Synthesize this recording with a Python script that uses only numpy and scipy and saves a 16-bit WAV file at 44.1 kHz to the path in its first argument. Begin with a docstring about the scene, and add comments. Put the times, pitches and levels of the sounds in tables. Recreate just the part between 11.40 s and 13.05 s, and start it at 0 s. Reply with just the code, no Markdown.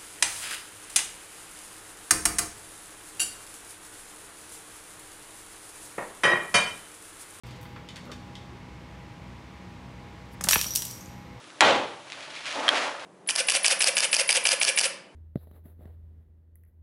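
"""Stone on wood in a gravel farmyard.

A stone hits wood with a sharp crack; the wood rings, and buildings and trees scatter a dense echo.
The thrower shifts his feet and pivots: gravel crunches and grinds, single pebbles snap.
Two hard clacks sound close by. Faint outdoor air lies underneath."""
import sys
import numpy as np
from scipy import signal
from scipy.fft import rfft, irfft, next_fast_len
from scipy.io import wavfile
from scipy.ndimage import map_coordinates

SR = 44100
rng = np.random.default_rng(int(sys.argv[2]) if len(sys.argv) > 2 else 0)


def wav_record(signal):
    """Record a signal, one row per channel, as 16-bit PCM in the file named by sys.argv[1]."""
    frames = np.transpose(np.atleast_2d(signal))
    bounded = np.clip(frames, -1, 1)
    # unit amplitude maps onto the largest positive 16-bit level
    quanta = np.round(bounded * 32767).astype(np.int16)
    wavfile.write(sys.argv[1], SR, quanta)


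N = 72765
TOP_HZ = 11030

# Stone-on-wood contacts. Each row: start in seconds, level in dB.
BLOW_CONTACTS = [(0.2074, 0.5), (0.2086, -9)]
# Spectrum of the crack. Each row: frequency in Hz, relative level in dB.
CRACK_SPECTRUM = [(50, -17), (150, -12.5), (600, -5), (1500, -0.5), (2200, 4.5), (3000, -2.5), (3800, 1.5),
                  (5000, -5.5), (5800, -6.5), (7500, -5.5), (9300, -17), (10200, -15), (11000, -28),
                  (14000, -36)]
# Spectrum of a pebble's tick. Each row: frequency in Hz, relative level in dB.
PEBBLE_SPECTRUM = [(200, -33), (1000, -5), (2400, 11), (4500, 3.5), (7000, -2.5), (9000, -10),
                   (11000, -27.5)]


def amp(db):
    """Decibels to gain."""
    return 10 ** (np.asarray(db) / 20)


def unit(x):
    """Scale to rms 1."""
    return x / np.sqrt(np.mean(x ** 2) + 1e-20)


def along(points, hz):
    """Interpolate (Hz, value) points on a log axis."""
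    knots_hz, values = np.transpose(points)
    return np.interp(np.log(hz + 1), np.log(knots_hz + 1), values)


def since(start_s):
    """Seconds since start_s, zero before it."""
    return np.maximum(np.arange(N) / SR - start_s, 0)


def wobble(knots_per_s):
    """Smooth random curve."""
    knots = rng.standard_normal(int(N * knots_per_s / SR) + 4)
    return map_coordinates(knots, [np.arange(N) * knots_per_s / SR])


def fader(points):
    """Gain per sample from (s, dB) points."""
    return amp(np.interp(np.arange(N) / SR, *np.transpose(points)))


def filtered(x, response):
    """Apply a frequency response to x."""
    size = next_fast_len(N + SR // 10, True)
    return irfft(rfft(x, size) * response(np.fft.rfftfreq(size, 1 / SR)), size)[:N]


def coloured(x, spectrum):
    """Shape x by a spectrum, cut at TOP_HZ, scale to rms 1."""
    return unit(filtered(x, lambda hz: amp(along(spectrum, hz)) * (hz < TOP_HZ)))


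def click(spectrum, size=2048):
    """Minimum-phase click of peak 1."""
    cepstrum = irfft(np.log(amp(along(spectrum, np.fft.rfftfreq(size, 1 / SR)))))
    cepstrum[1:size // 2] *= 2
    cepstrum[size // 2 + 1:] = 0
    pulse = irfft(np.exp(rfft(cepstrum)))
    return pulse / np.abs(pulse).max()


def impulses(rows):
    """One impulse per (s, dB) row."""
    start_s, db = np.transpose(rows)
    return np.bincount(np.round(start_s * SR).astype(int), amp(db), N)[:N]


def add(track, start_s, sound):
    """Mix a sound into the track."""
    part = track[round(start_s * SR):][:len(sound)]
    part += sound[:len(part)]


def ringing(modes, t):
    """Damped (Hz, dB, T60 s) modes at random phases."""
    return sum(amp(db - 60 * t / t60_s) * np.sin(2 * np.pi * (hz * t + rng.random()))
               for hz, db, t60_s in modes)


def air(level_db=-52.5):
    """Near-steady outdoor background noise."""
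    # Air spectrum. Each row: frequency in Hz, relative level in dB.
    spectrum = [(25, -24), (45, -31), (85, -10.5), (135, 1), (200, -6), (300, 3), (420, -3.5), (620, -3),
                (1000, -9.5), (1350, -6.5), (1900, -12.5), (3300, -7), (5000, -12), (11000, -17.5)]
    return amp(level_db + 0.2 * wobble(14)) * coloured(rng.standard_normal(N), spectrum)


def pebbles(rattle_gain=0.039, rattle_t60_s=0.021):
    """Single stones snap under a shoe and rattle briefly."""
    # Pebble snaps. Each row: start in seconds, level in dB.
    snaps = [(0.0425, -34), (0.1035, -33), (0.7013, -27), (0.7212, -20), (0.8075, -29), (0.9045, -30),
             (0.9545, -25), (1.057, -22), (1.114, -20), (1.127, -20), (1.3452, -19), (1.373, -17),
             (1.597, -30)]
    t = np.arange(SR // 20) / SR
    hits = impulses(snaps)
    for start_s, db in snaps:
        rattle = rattle_gain * amp(db - 60 * t / rattle_t60_s) * rng.standard_normal(len(t))
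        add(hits, start_s, rattle)
    return signal.oaconvolve(hits, click(PEBBLE_SPECTRUM))[:N]


def dispersed_crack(delay_s=0.000703, ref_hz=2010, size=2048):
    """One contact, peak 1. Bending waves in the wood take delay_s at ref_hz; treble travels fastest."""
    hz = np.fft.rfftfreq(size, 1 / SR)
    lag_cycles = 2 * delay_s * np.sqrt(hz * ref_hz)
    pulse = irfft(rfft(click(CRACK_SPECTRUM)) * np.exp(-2j * np.pi * lag_cycles))[:size // 2]
    return pulse / np.abs(pulse).max()


def blow(ground_db=-15, ground_t60_s=0.058, wood_rise_s=0.0063):
    """Stone hits wood: hard contacts, a spray of ground reflections, ringing modes."""
    # Modes of the wood. Each row: frequency in Hz, level in dB, T60 in seconds.
    wood_modes = [(303, -38, 0.56), (350, -35, 1), (405.6, -33.5, 0.86), (554, -41, 0.36), (579, -29, 0.91),
                  (639.4, -24.5, 0.61), (780, -25, .55), (849, -16.5, 0.23), (874.5, -25, 0.61),
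                  (966, -30, .45), (1090, -21.5, .45), (1146, -26, 0.59), (1394, -24, 0.45),
                  (1436, -30, 0.13), (1580, -27.5, 0.3), (1902, -19, 0.32), (2044, -29, 0.36),
                  (2430, -25, 0.23), (2500, -26, 0.45), (3160, -28.5, 0.5)]
    t = np.arange(SR // 2) / SR
    out = signal.oaconvolve(impulses(BLOW_CONTACTS), dispersed_crack())[:N]
    spray = coloured(rng.standard_normal(N), CRACK_SPECTRUM)[:len(t)]
    spray *= amp(ground_db - 60 * t / ground_t60_s)
    ring = ringing(wood_modes, t) * (1 - np.exp(-t / wood_rise_s))
    add(out, BLOW_CONTACTS[0][0], spray + ring)
    return out


def yard_echo(scatter_db=0.9, scatter_knots_per_s=140):
    """Buildings and trees scatter the blow into uneven arrivals; each band swells, holds and dies."""
    # Echo bands. Each row: centre in Hz, level in dB, then rise, hold and T60 in seconds.
    bands = [(50, -66, 0.0012, 0.056, .6), (162, -44, 0.0092, 0.063, 1), (334, -31, 0.018, .12, 0.51),
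             (567, -20.5, 0.057, 0.091, 0.49), (810, -24, 0.005, 0.095, 0.63),
             (1340, -24, 0.0037, 0.074, 0.55), (2080, -27, 0.0012, 0.078, 0.57),
             (3060, -25, 0.00061, 0.082, 0.54), (5280, -36, 0.00058, 0.095, 0.52),
             (9700, -46.5, 0.00082, 0.039, 0.57)]
    centres_hz = [row[0] for row in bands]
    t = since(BLOW_CONTACTS[0][0])
    out = np.zeros(N)
    for weights, (_, db, rise_s, hold_s, t60_s) in zip(np.eye(len(bands)), bands):
        triangle = list(zip(centres_hz, weights))
        band = filtered(rng.standard_normal(N), lambda hz: along(triangle, hz) ** 0.97 * (hz < TOP_HZ))
        decay = amp(db - 60 * np.maximum(t - hold_s, 0) / t60_s)
        out += unit(band) * (1 - np.exp(-t / rise_s)) * decay
    return out * amp(scatter_db * wobble(scatter_knots_per_s))


def grains(clump_db, rate_per_s=5000, spread_db=1):
    """Dense, clumped contacts of small stones."""
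    contacts = (rng.random(N) < rate_per_s / SR) * rng.choice([-1, 1], N)
    return contacts * amp(spread_db * rng.standard_normal(N) + clump_db * wobble(110))


def crunch():
    """Gravel crunches brightly under shifting soles."""
    # Crunch spectrum. Each row: frequency in Hz, relative level in dB.
    spectrum = [(300, -27), (900, -4), (1500, -3.5), (2400, 0.5), (3400, -2.5), (5000, -8.5), (6500, -12),
                (8000, -18), (11000, -21.5)]
    # Crunch envelope. Each row: time in seconds, level in dB.
    envelope = [(0.6, -57), (0.71, -47), (0.76, -45.5), (0.83, -43.5), (0.89, -46), (0.95, -43),
                (0.99, -40), (1.035, -43), (1.07, -33.5), (1.13, -35.5), (1.2, -36.5), (1.3, -34),
                (1.375, -29), (1.45, -32), (1.56, -46), (1.65, -45.5)]
    return coloured(grains(clump_db=0.9), spectrum) * fader(envelope)


def grind():
    """Low grinding as the weighted sole turns."""
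    # Grind spectrum. Each row: frequency in Hz, relative level in dB.
    spectrum = [(60, -43), (150, -34), (260, -9.5), (400, -4.5), (600, 4), (900, 0), (1300, 2.5),
                (2000, -3.5), (4000, -47), (11000, -53)]
    # Grind envelope. Each row: time in seconds, level in dB.
    envelope = [(0.65, -54), (0.8, -47), (1.03, -58.5), (1.13, -43), (1.22, -37.5), (1.3, -32), (1.37, -30),
                (1.45, -32), (1.53, -39), (1.65, -44.5)]
    return coloured(grains(clump_db=1.35), spectrum) * fader(envelope)


def scuffs(rise_s=0.0015):
    """Short strokes of a sole over gravel."""
    # Sole strokes. Each row: start in seconds, level in dB, T60 in seconds.
    strokes = [(0.727, -36.5, .09), (0.825, -39, .11), (0.905, -42, .13), (0.959, -35, .09),
               (1.06, -33, 0.11), (1.112, -40, .08), (1.599, -39, 0.084)]
    # Scuff spectrum. Each row: frequency in Hz, relative level in dB.
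    spectrum = [(300, -23), (1400, -22), (2400, 3), (3000, -10), (3800, -2.5), (6000, -18), (11000, -26)]
    envelope = np.zeros(N)
    for start_s, db, t60_s in strokes:
        t = since(start_s)
        envelope += (1 - np.exp(-t / rise_s)) * amp(db - 60 * t / t60_s)
    return coloured(grains(clump_db=0.5), spectrum) * envelope


def scrape():
    """Hollow scrape as the foot comes down: grains drive resonances of alternating sign."""
    # Scrape resonances. Each row: centre in Hz, width in Hz, relative level in dB.
    resonances = [(279.3, 35, -0.5), (540, 69, 2), (610, 71, 4), (740, 47, 0), (868, 26, 6),
                  (1140, 270, -6)]
    # Scrape envelope. Each row: time in seconds, level in dB.
    envelope = [(0.6, -61), (0.865, -59), (0.885, -46.5), (0.92, -59), (1.08, -51), (1.14, -43.5),
                (1.17, -32.5), (1.26, -31), (1.3, -39), (1.33, -33), (1.42, -36), (1.65, -56.5)]

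    def hollow(hz):
        return sum((-1) ** k * amp(db) * 1j * hz * width / (centre ** 2 - hz ** 2 + 1j * hz * width)
                   for k, (centre, width, db) in enumerate(resonances))

    return unit(filtered(grains(clump_db=2.0), hollow)) * fader(envelope)


def clacks(rise_s=0.00013, highpass_hz=600):
    """Two quick contacts, each a tick and a short ring, of a hard piece too small to radiate bass."""
    # Contacts. Each row: start in seconds, ring level in dB, tick level in dB, dulling in dB per kHz.
    contacts = [(1.2808, -7.5, -22, .7), (1.29, -6, -8, 0)]
    # Modes of the piece. Each row: frequency in Hz, relative level in dB, T60 in seconds.
    modes = [(1250, -12, .024), (1620, -8, .013), (1900, -12, .022), (2650, -7, 0.013), (3230, 1.5, .019),
             (3500, -10, 0.0099), (4300, -14.5, .011), (5560, -13, .007), (6840, -16, .005),
             (9200, -20, .004), (10050, -14.5, 0.0063)]
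    t = np.arange(SR // 20) / SR
    ticks = impulses([(start_s, tick_db) for start_s, _, tick_db, _ in contacts])
    out = signal.oaconvolve(ticks, click(PEBBLE_SPECTRUM))[:N]
    for start_s, ring_db, _, dull_db_per_khz in contacts:
        dulled = [(hz, ring_db + db - dull_db_per_khz * hz / 1000, t60_s) for hz, db, t60_s in modes]
        add(out, start_s, (1 - np.exp(-t / rise_s)) * ringing(dulled, t))
    return signal.sosfilt(signal.butter(2, highpass_hz, "high", fs=SR, output="sos"), out)


def scene():
    """Mono mix: the blow and its echo, clacks and footwork, over outdoor air."""
    mix = blow() + yard_echo() + clacks() + crunch() + grind() + scuffs() + scrape() + pebbles() + air()
    return mix[None]


def record(dry):
    """The microphone overloads on the crack; a steep low-pass cuts above TOP_HZ."""
    ceiling = 0.93
    clipped = dry[0] / (1 + np.abs(dry[0] / ceiling) ** 6) ** (1 / 6)
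    return filtered(clipped, lambda hz: amp(-np.clip((hz - TOP_HZ) / 8, 0, 120)))[None]


dry = scene()
out = record(dry)
wav_record(out)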